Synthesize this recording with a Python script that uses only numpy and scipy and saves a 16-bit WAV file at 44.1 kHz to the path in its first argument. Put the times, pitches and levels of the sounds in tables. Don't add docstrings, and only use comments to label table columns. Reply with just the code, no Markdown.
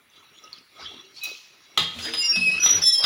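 import sys
import numpy as np
from scipy import signal
from scipy.io import wavfile
from scipy.ndimage import uniform_filter1d

SR = 44100
rng = np.random.default_rng(int(sys.argv[2]) if len(sys.argv) > 2 else 0)


def materialize(psi):
    bounded = np.clip(np.atleast_2d(psi).T, -1, 1)
    quanta = np.round(bounded * 32767).astype(np.int16)
    wavfile.write(sys.argv[1], SR, quanta)


def undo_db(level):
    steps = np.asarray(level, float) / 20
    return 10 ** steps


N = 134505


def evened(x):
    return x / np.sqrt(np.mean(x ** 2) + 1e-20)


def add(mix, start_s, sound):
    part = mix[round(start_s * SR):][:len(sound)]
    part += sound[:len(part)]


def slow(count, hz):
    pole = [1, -np.exp(-2 * np.pi * hz / SR)]
    smooth = signal.lfilter([1], pole, rng.standard_normal(count))
    return evened(signal.lfilter([1], pole, smooth))


def hiss(colour, count, patchy_db, flicker_db):
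    frames, hz = count // 128 + 5, np.fft.rfftfreq(512, 1 / SR)
    real, imag, patches = rng.standard_normal((frames, 257, 3)).T
    patches = uniform_filter1d(patches, size=5, axis=0)
    patches = evened(uniform_filter1d(patches, size=20, axis=1))
    flicker = evened(uniform_filter1d(rng.standard_normal(frames), size=3))
    f, db = np.transpose(colour)
    shape = np.interp(np.log(hz + 1), np.log(f + 1), db)[:, None]
    shape = shape + patchy_db * patches + flicker_db * flicker
    noise = signal.istft((real + 1j * imag) * undo_db(shape), nperseg=512, noverlap=384)[1]
    return evened(noise[:count])


def ring(x, hz, width=70):
    r = np.exp(-np.pi * width / SR)
    return signal.lfilter([1 - r], [1, -2 * r * np.cos(2 * np.pi * hz / SR), r * r], x)


def level(curve):
    s, db = np.transpose(curve)
    s = np.r_[s[0] - 0.05, s, s[-1] + 0.05]
    return undo_db(np.interp(np.arange(N) / SR, s, np.r_[-120, db, -120]))


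def mode_tone(hz):
    turn = 2 * np.pi * np.cumsum(hz + 8 * slow(len(hz), 33.6)) / SR
    fuzz = slow(len(hz), 45) + 1j * slow(len(hz), 45)
    return np.exp(1j * turn) * (1 + undo_db(-16) * fuzz)


def room_tone():
    # frequency in Hz, level in dB per Hz.
    room_colour = [(80, -2.5), (800, -9), (2200, -1.5), (5800, -18.5), (15000, -14)]
    return undo_db(-55.5 - 3.0) * hiss(room_colour, N, patchy_db=2.5, flicker_db=1.0)


def simmer():
    # time in seconds, level in dB.
    simmer_curve = [(0, -70.5), (.13, -61.5), (.165, -53), (.3, -56.5), (.58, -51.5), (.66, -68),
                    (.73, -58.5), (.81, -41), (.98, -46.5), (1.13, -57), (1.22, -56.5), (1.28, -43),
                    (1.45, -64.5), (1.8, -49.5)]
    # frequency in Hz, level in dB per Hz.
    simmer_colour = [(60, -33), (300, 4.5), (1900, -6.5), (3500, 3), (6500, -10), (15000, -56)]
    # frequency in Hz, level in dB.
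    pan_rings = [(85, -27), (370, -11.5), (1270, -10), (2190, -12), (2780, -12.5), (3390, -7.5), (3920, -8),
                 (5670, -10)]
    rings = np.zeros(N)
    for hz, db in pan_rings:
        mode = evened(ring(rng.standard_normal(N), hz))
        rings += undo_db(db) * mode * undo_db(3.5 * slow(N, 6))
    bubbling = hiss(simmer_colour, N, patchy_db=7.0, flicker_db=2.0)
    return level(simmer_curve) * undo_db(-1.0) * (bubbling + rings)


def drips():
    # start in seconds, peak level in dB, pitch in Hz.
    drops = [
        (0.099, -52.5, 5800),
        (0.3805, -46, 3670),
        (0.4385, -36, 5360),
        (0.5291, -29, 4240),
        (0.5826, -41, 4870),
    ]
    out, t = np.zeros(N), np.arange(1500) / SR
    for s, db, hz in drops:
        falling = np.sin(2 * np.pi * hz * (t + 0.00061 * (1 - np.exp(-t / 0.0087))))
        breath = 1 + 1.57 * slow(len(t), 340)
        chirp = falling * breath * undo_db(-60 * t / 0.05)
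        tick = np.diff(rng.standard_normal(len(t) + 2), 2) * undo_db(-20 - 60 * t / 0.034)
        add(out, s, undo_db(db - 5.5) * np.minimum(t / 0.0006, 1) * (chirp + tick))
    return out


def bumps():
    # start in seconds, level in dB, pitch in Hz.
    thuds = [(0.823, -57, 80), (1.03, -61.5, 385), (1.788, -46, 87), (1.797, -43.5, 169.4),
             (1.959, -47, 89), (1.951, -47, 239.3), (2.06, -48.5, 244), (2.059, -44, 330),
             (2.071, -45, 460), (2.361, -39.5, 174.7), (2.36, -42.5, 236.6), (2.36, -49, 86),
             (2.471, -45.5, 180.3), (2.53, -53, 84.4), (2.738, -43.5, 83.4), (2.758, -47, 165.7)]
    rise_s, t60_s = 0.019, 0.45
    out, t = np.zeros(N), np.arange(SR // 2) / SR
    for s, db, hz in thuds:
        decay = undo_db(db + 11.5 - 60 * t / t60_s)
        add(out, s, decay * np.minimum(t / rise_s, 1) * mode_tone(hz + 0 * t).real)
    return out


def slide():
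    # time in seconds, level in dB.
    slide_curve = [(1.15, -52), (1.165, -45), (1.2, -46), (1.24, -46.5), (1.44, -71)]
    # frequency in Hz, level in dB per Hz.
    slide_colour = [(1500, -17), (2500, -9), (4000, 2), (6000, -3.5), (15000, -29)]
    return level(slide_curve) * hiss(slide_colour, N, patchy_db=5, flicker_db=0.0)


def strikes(rows, modes, colour, ring_db, clatter_db, t60):
    out, t = np.zeros(N), np.arange(SR // 2) / SR
    rise = np.minimum(t / 0.0015, 1)
    low_pass = signal.butter(6, 6500, fs=SR, output="sos")
    for s, db in rows:
        body = np.zeros(len(t))
        for hz, mode_db, mode_t60 in modes:
            uneven = 0.8 + 0.099 * slow(len(t), 40)
            body += undo_db(mode_db - 60 * t / mode_t60) * uneven * mode_tone(hz + 0 * t).real
        noise = hiss(colour, len(t), patchy_db=1.5, flicker_db=1.2)
        dull = signal.sosfilt(low_pass, noise)
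        tail = dull * (undo_db(-60 * t / t60) + 1.45 * undo_db(-60 * t / 0.013))
        tail += noise * (0.82 * undo_db(-60 * t / 0.051) + 0.37 * undo_db(-60 * t / 0.22))
        add(out, s, undo_db(db) * rise * (undo_db(ring_db + 0.97 * db) * body + undo_db(clatter_db) * tail))
    return out


def bowl():
    # start in seconds, peak level in dB.
    taps = [
        (1.2346, -16),
    ]
    # frequency in Hz, level in dB, decay t60 in seconds.
    bowl_modes = [(5700, -2, 0.21)]
    # frequency in Hz, level in dB per Hz.
    clack_colour = [(150, -47), (400, -21), (1800, -27), (2600, -7), (5500, -5), (8000, -12.5),
                    (15000, 3.5)]
    return strikes(taps, bowl_modes, clack_colour, ring_db=0.0, clatter_db=-7.0, t60=0.79)


def knocks():
    # start in seconds, peak level in dB.
    blows = [(1.7745, -4.5), (1.7995, -15), (1.8237, -17.5), (1.9868, -22), (2.0517, -18), (2.136, -13),
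             (2.3585, -16), (2.6318, -16.5), (2.6603, -8.5), (2.7256, -23), (2.7445, -28.5), (2.819, -22.5),
             (2.9506, -26.5), (3.039, -6.5)]
    # frequency in Hz, level in dB, decay t60 in seconds.
    vessel_modes = [(1110, -23, 0.29), (1265, -12.5, 0.14), (2043, -21, 0.27), (2796, -23.5, 0.16),
                    (3190, -26, 0.17), (3246, -10.5, 0.33), (3520, -4.5, 0.085), (3650, -16, 0.39),
                    (3675, -7.5, 0.13), (3950, -9.5, 0.17), (4200, -21, 0.22), (4900, -20.5, 0.25)]
    # frequency in Hz, level in dB per Hz.
    clatter_colour = [(150, -14), (1270, -15), (2400, -10), (3600, 3), (5900, -15.5), (15000, -22)]
    return strikes(blows, vessel_modes, clatter_colour, ring_db=3, clatter_db=-12.0, t60=0.29)


def scrape(whine):
    # time in seconds, level in dB.
    drag_curve = [(1.9, -67), (1.96, -45.5), (2.06, -34), (2.18, -49.5), (2.33, -42), (2.37, -43),
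                  (2.6, -40.5), (2.67, -35.5), (2.84, -36), (2.875, -92), (2.98, -48.5), (3.05, -32)]
    # frequency in Hz, level in dB per Hz.
    grit_colour = [(150, -16), (280, -4), (1300, -5.5), (3400, -1), (6000, -1), (15000, -16.5)]
    grit = hiss(grit_colour, N, patchy_db=5, flicker_db=1.24)
    dull = signal.sosfiltfilt(signal.butter(4, 5000, fs=SR, output="sos"), grit)
    locked = uniform_filter1d(abs(whine), size=3000) / undo_db(-25)
    return undo_db(6.5) * level(drag_curve) * (dull + 0.47 * (grit - dull) / (1 + locked))


def grip(s, length, db, hz, top):
    overlap = 0.11
    u = np.arange(0, 1, 1 / (SR * length * (1 + 2 * overlap)))
    skew = np.log(0.5) / np.log(np.clip(top, 0.1, 0.9))
    size = undo_db(db + 2.5) * abs(np.sin(np.pi * u ** skew)) ** 1.07
    phase = np.angle(mode_tone(hz + 0 * u)) + 2 * np.pi * rng.random()
    return s - overlap * length, size, np.exp(1j * phase)


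def squeals():
    # start in seconds, length in seconds, peak level in dB, pitch in Hz, place of the peak from 0 to 1.
    rim_grips = [(2.028, 0.096, -31, 4944, 0.35), (2.125, 0.039, -26.5, 5016, 0.54),
                 (2.164, 0.067, -20.5, 4998.0, 0.53), (2.245, 0.048, -23.5, 4974, 0.23),
                 (2.293, 0.028, -26, 4940, 0.33), (2.323, 0.035, -25, 4950, 0.45),
                 (2.35, 0.013, -23, 5000, 0.5), (2.367, 0.035, -30, 4935, 0.5),
                 (2.409, 0.015, -27.5, 5126.0, 0.6), (2.422, 0.021, -38, 5100, 0.2),
                 (2.21, 0.057, -23.5, 5600, 0.76), (2.27, 0.06, -14.5, 5560.0, 0.61),
                 (2.338, 0.043, -23.5, 5556, 0.42), (2.32, 0.092, -19.5, 2586, 0.62),
                 (2.389, 0.066, -17, 2575.0, 0.61), (2.452, 0.058, -14, 2554, 0.48),
                 (2.519, 0.047, -17, 2569, 0.14), (2.562, 0.017, -22.6, 2595, 0.5),
                 (2.579, 0.017, -23, 2590, 0.33), (2.598, 0.042, -25, 2552, 0.46),
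                 (2.595, 0.017, -23.5, 5851.0, 0.7), (2.616, 0.063, -12, 5863, 0.59),
                 (2.685, 0.017, -14.5, 5850, 0.53), (2.701, 0.019, -10, 5840, 0.55),
                 (2.723, 0.018, -15, 5844.0, 0.42), (2.744, 0.019, -18, 5844, 0.38),
                 (2.759, 0.051, -18.5, 5842.0, 0.15), (2.814, 0.025, -24, 5870, 0.6),
                 (2.839, 0.049, -35, 5850, 0.4), (2.872, 0.078, -34, 5810, 0.66),
                 (2.816, 0.017, -19.5, 5326.0, 0.55), (2.828, 0.015, -12, 5307.0, 0.8),
                 (2.843, 0.065, -11.5, 5326.0, 0.57), (2.916, 0.038, -14, 5350, 0.55),
                 (2.949, 0.027, -17.5, 5243, 0.37), (2.976, 0.025, -15.5, 5266, 0.44),
                 (3.0, 0.02, -20, 5334, 0.42), (3.021, 0.012, -20, 5260, 0.6),
                 (3.035, 0.015, -22.5, 5280, 0.34)]
    wall_grips = [(1.199, 0.048, -28.5, 2547.0, 0.79), (1.257, 0.028, -28, 2530.0, 0),
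                  (1.291, 0.053, -33.5, 2543.0, 0.1), (1.335, 0.017, -36, 2582.0, 1),
                  (1.209, 0.012, -35, 3936.0, 0.75), (1.231, 0.034, -33.5, 3964.0, 0.23),
                  (1.254, 0.0092, -28, 3912.0, 0.03), (1.272, 0.031, -37.5, 3965.0, 0.3),
                  (1.299, 0.044, -43, 3980.0, 0.61), (2.182, 0.098, -23.5, 2802.0, 0.67),
                  (2.314, 0.036, -31.5, 2768.0, 0.5), (2.826, 0.071, -25.5, 3419.0, 0.45),
                  (2.892, 0.033, -23.5, 3410.0, 0.46), (2.937, 0.029, -26, 3301.0, 0.6),
                  (2.97, 0.018, -27.5, 3286.0, 0.33), (2.985, 0.064, -28.5, 3243.0, 0.44),
                  (2.84, 0.057, -31, 3856.0, 0.6), (2.897, 0.029, -27.5, 3867.0, 0.2),
                  (2.932, 0.041, -27, 3887.0, 0.07), (3.018, 0.024, -32, 3872.0, 0.63),
                  (3.003, 0.02, -23, 5087.0, 0.5), (3.019, 0.035, -16, 4949.0, 0.76)]
    rim_hz = [4985, 5570, 2570, 5850, 5300]
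    # levels of the 2nd, 3rd and 4th overtone in dB.
    overtones_db = [
        [-20, -36, -60],
        [-58, -72, -60],
        [-16.5, -30, -28],
        [-24, -60, -60],
        [-23, -35, -61],
    ]
    # start in
    # seconds, length in seconds, pitch in Hz.
    side_squeals = [(2.18, .14, 2167), (2.48, .12, 1940), (2.85, .2, 1925), (2.17, .17, 7162),
                    (2.84, .21, 7268), (2.86, .15, 6840), (2.42, .14, 12750), (2.25, .1, 1270),
                    (.43, .13, 1270), (2.76, .1, 4410), (2.5, .1, 3930)]
    side_db = [-44.5, -44, -47, -44, -37.5, -41.5, -51, -47.5, -53, -49, -39.5]
    # time in seconds, square in dB, cube in dB.
    mixing = [(2.298, -25, 1), (2.55, -27, -50), (2.8, -27, -31), (2.849, -11, -14)]
    z = np.zeros(N, complex)
    for row in rim_grips:
        hz = row[3]
        s, size, wave = grip(*row)
        rich = wave.copy()
        for k, db in enumerate(overtones_db[np.argmin(abs(np.array(rim_hz) - hz))], 2):
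            if k * hz < SR / 2.5:
                rich += undo_db(db) * wave ** k
        add(z, s, size * rich)
    for row in wall_grips:
        s, size, wave = grip(*row)
        add(z, s, size * wave)
    for (s, length, hz), db in zip(side_squeals, side_db):
        u = np.arange(0, length, 1 / SR) / length
        swell = undo_db(db + 4.5 + 4.3 * slow(len(u), 15.0)) * np.sin(np.pi * u ** 0.6)
        add(z, s, swell * mode_tone(hz + 0 * u))
    s, square_db, cube_db = np.transpose(mixing)
    t = np.arange(N) / SR
    square = undo_db(np.interp(t, s, square_db)) * z ** 2
    cube = undo_db(np.interp(t, s, cube_db)) * z ** 3
    return (z + square + cube).real


def kitchen(x):
    echoes, at = np.zeros(SR // 2), np.arange(200, SR // 2 - 22, 22)
    signs = rng.choice([-1.0, 1.0], len(at))
    echoes[at + rng.integers(0, 22, len(at))] = signs * undo_db(-60 * at / SR / 0.93)
    echoes = signal.lfilter([1], [1, -0.45], echoes)
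    return signal.fftconvolve(x, echoes / np.linalg.norm(echoes))[:N]


def scene():
    sharp = drips() + knocks() + bowl()
    whine = squeals()
    echo = kitchen(undo_db(-13) * sharp + undo_db(-19) * whine)
    background = room_tone() + simmer() + bumps()
    return (background + slide() + sharp + scrape(whine) + whine + echo)[None]


def roll_off(x):
    return signal.sosfilt(signal.butter(12, 15720, fs=SR, output="sos"), x)


def record(dry):
    # frequency in Hz, gain in dB.
    mic = [(35, -34), (78, -3), (7450, -1.5), (8000, -9), (10300, 1), (13200, -11), (14800, -1.5),
           (15700, 1)]
    hz, (f, db) = np.linspace(0, SR / 2, 1025), np.transpose(mic)
    gain = undo_db(np.interp(np.log(hz + 1), np.log(f), db))
    taps = signal.firwin2(2047, hz, gain, fs=SR)
    return roll_off(signal.oaconvolve(dry, taps[None], "same"))


dry = scene()
out = record(dry)
materialize(out)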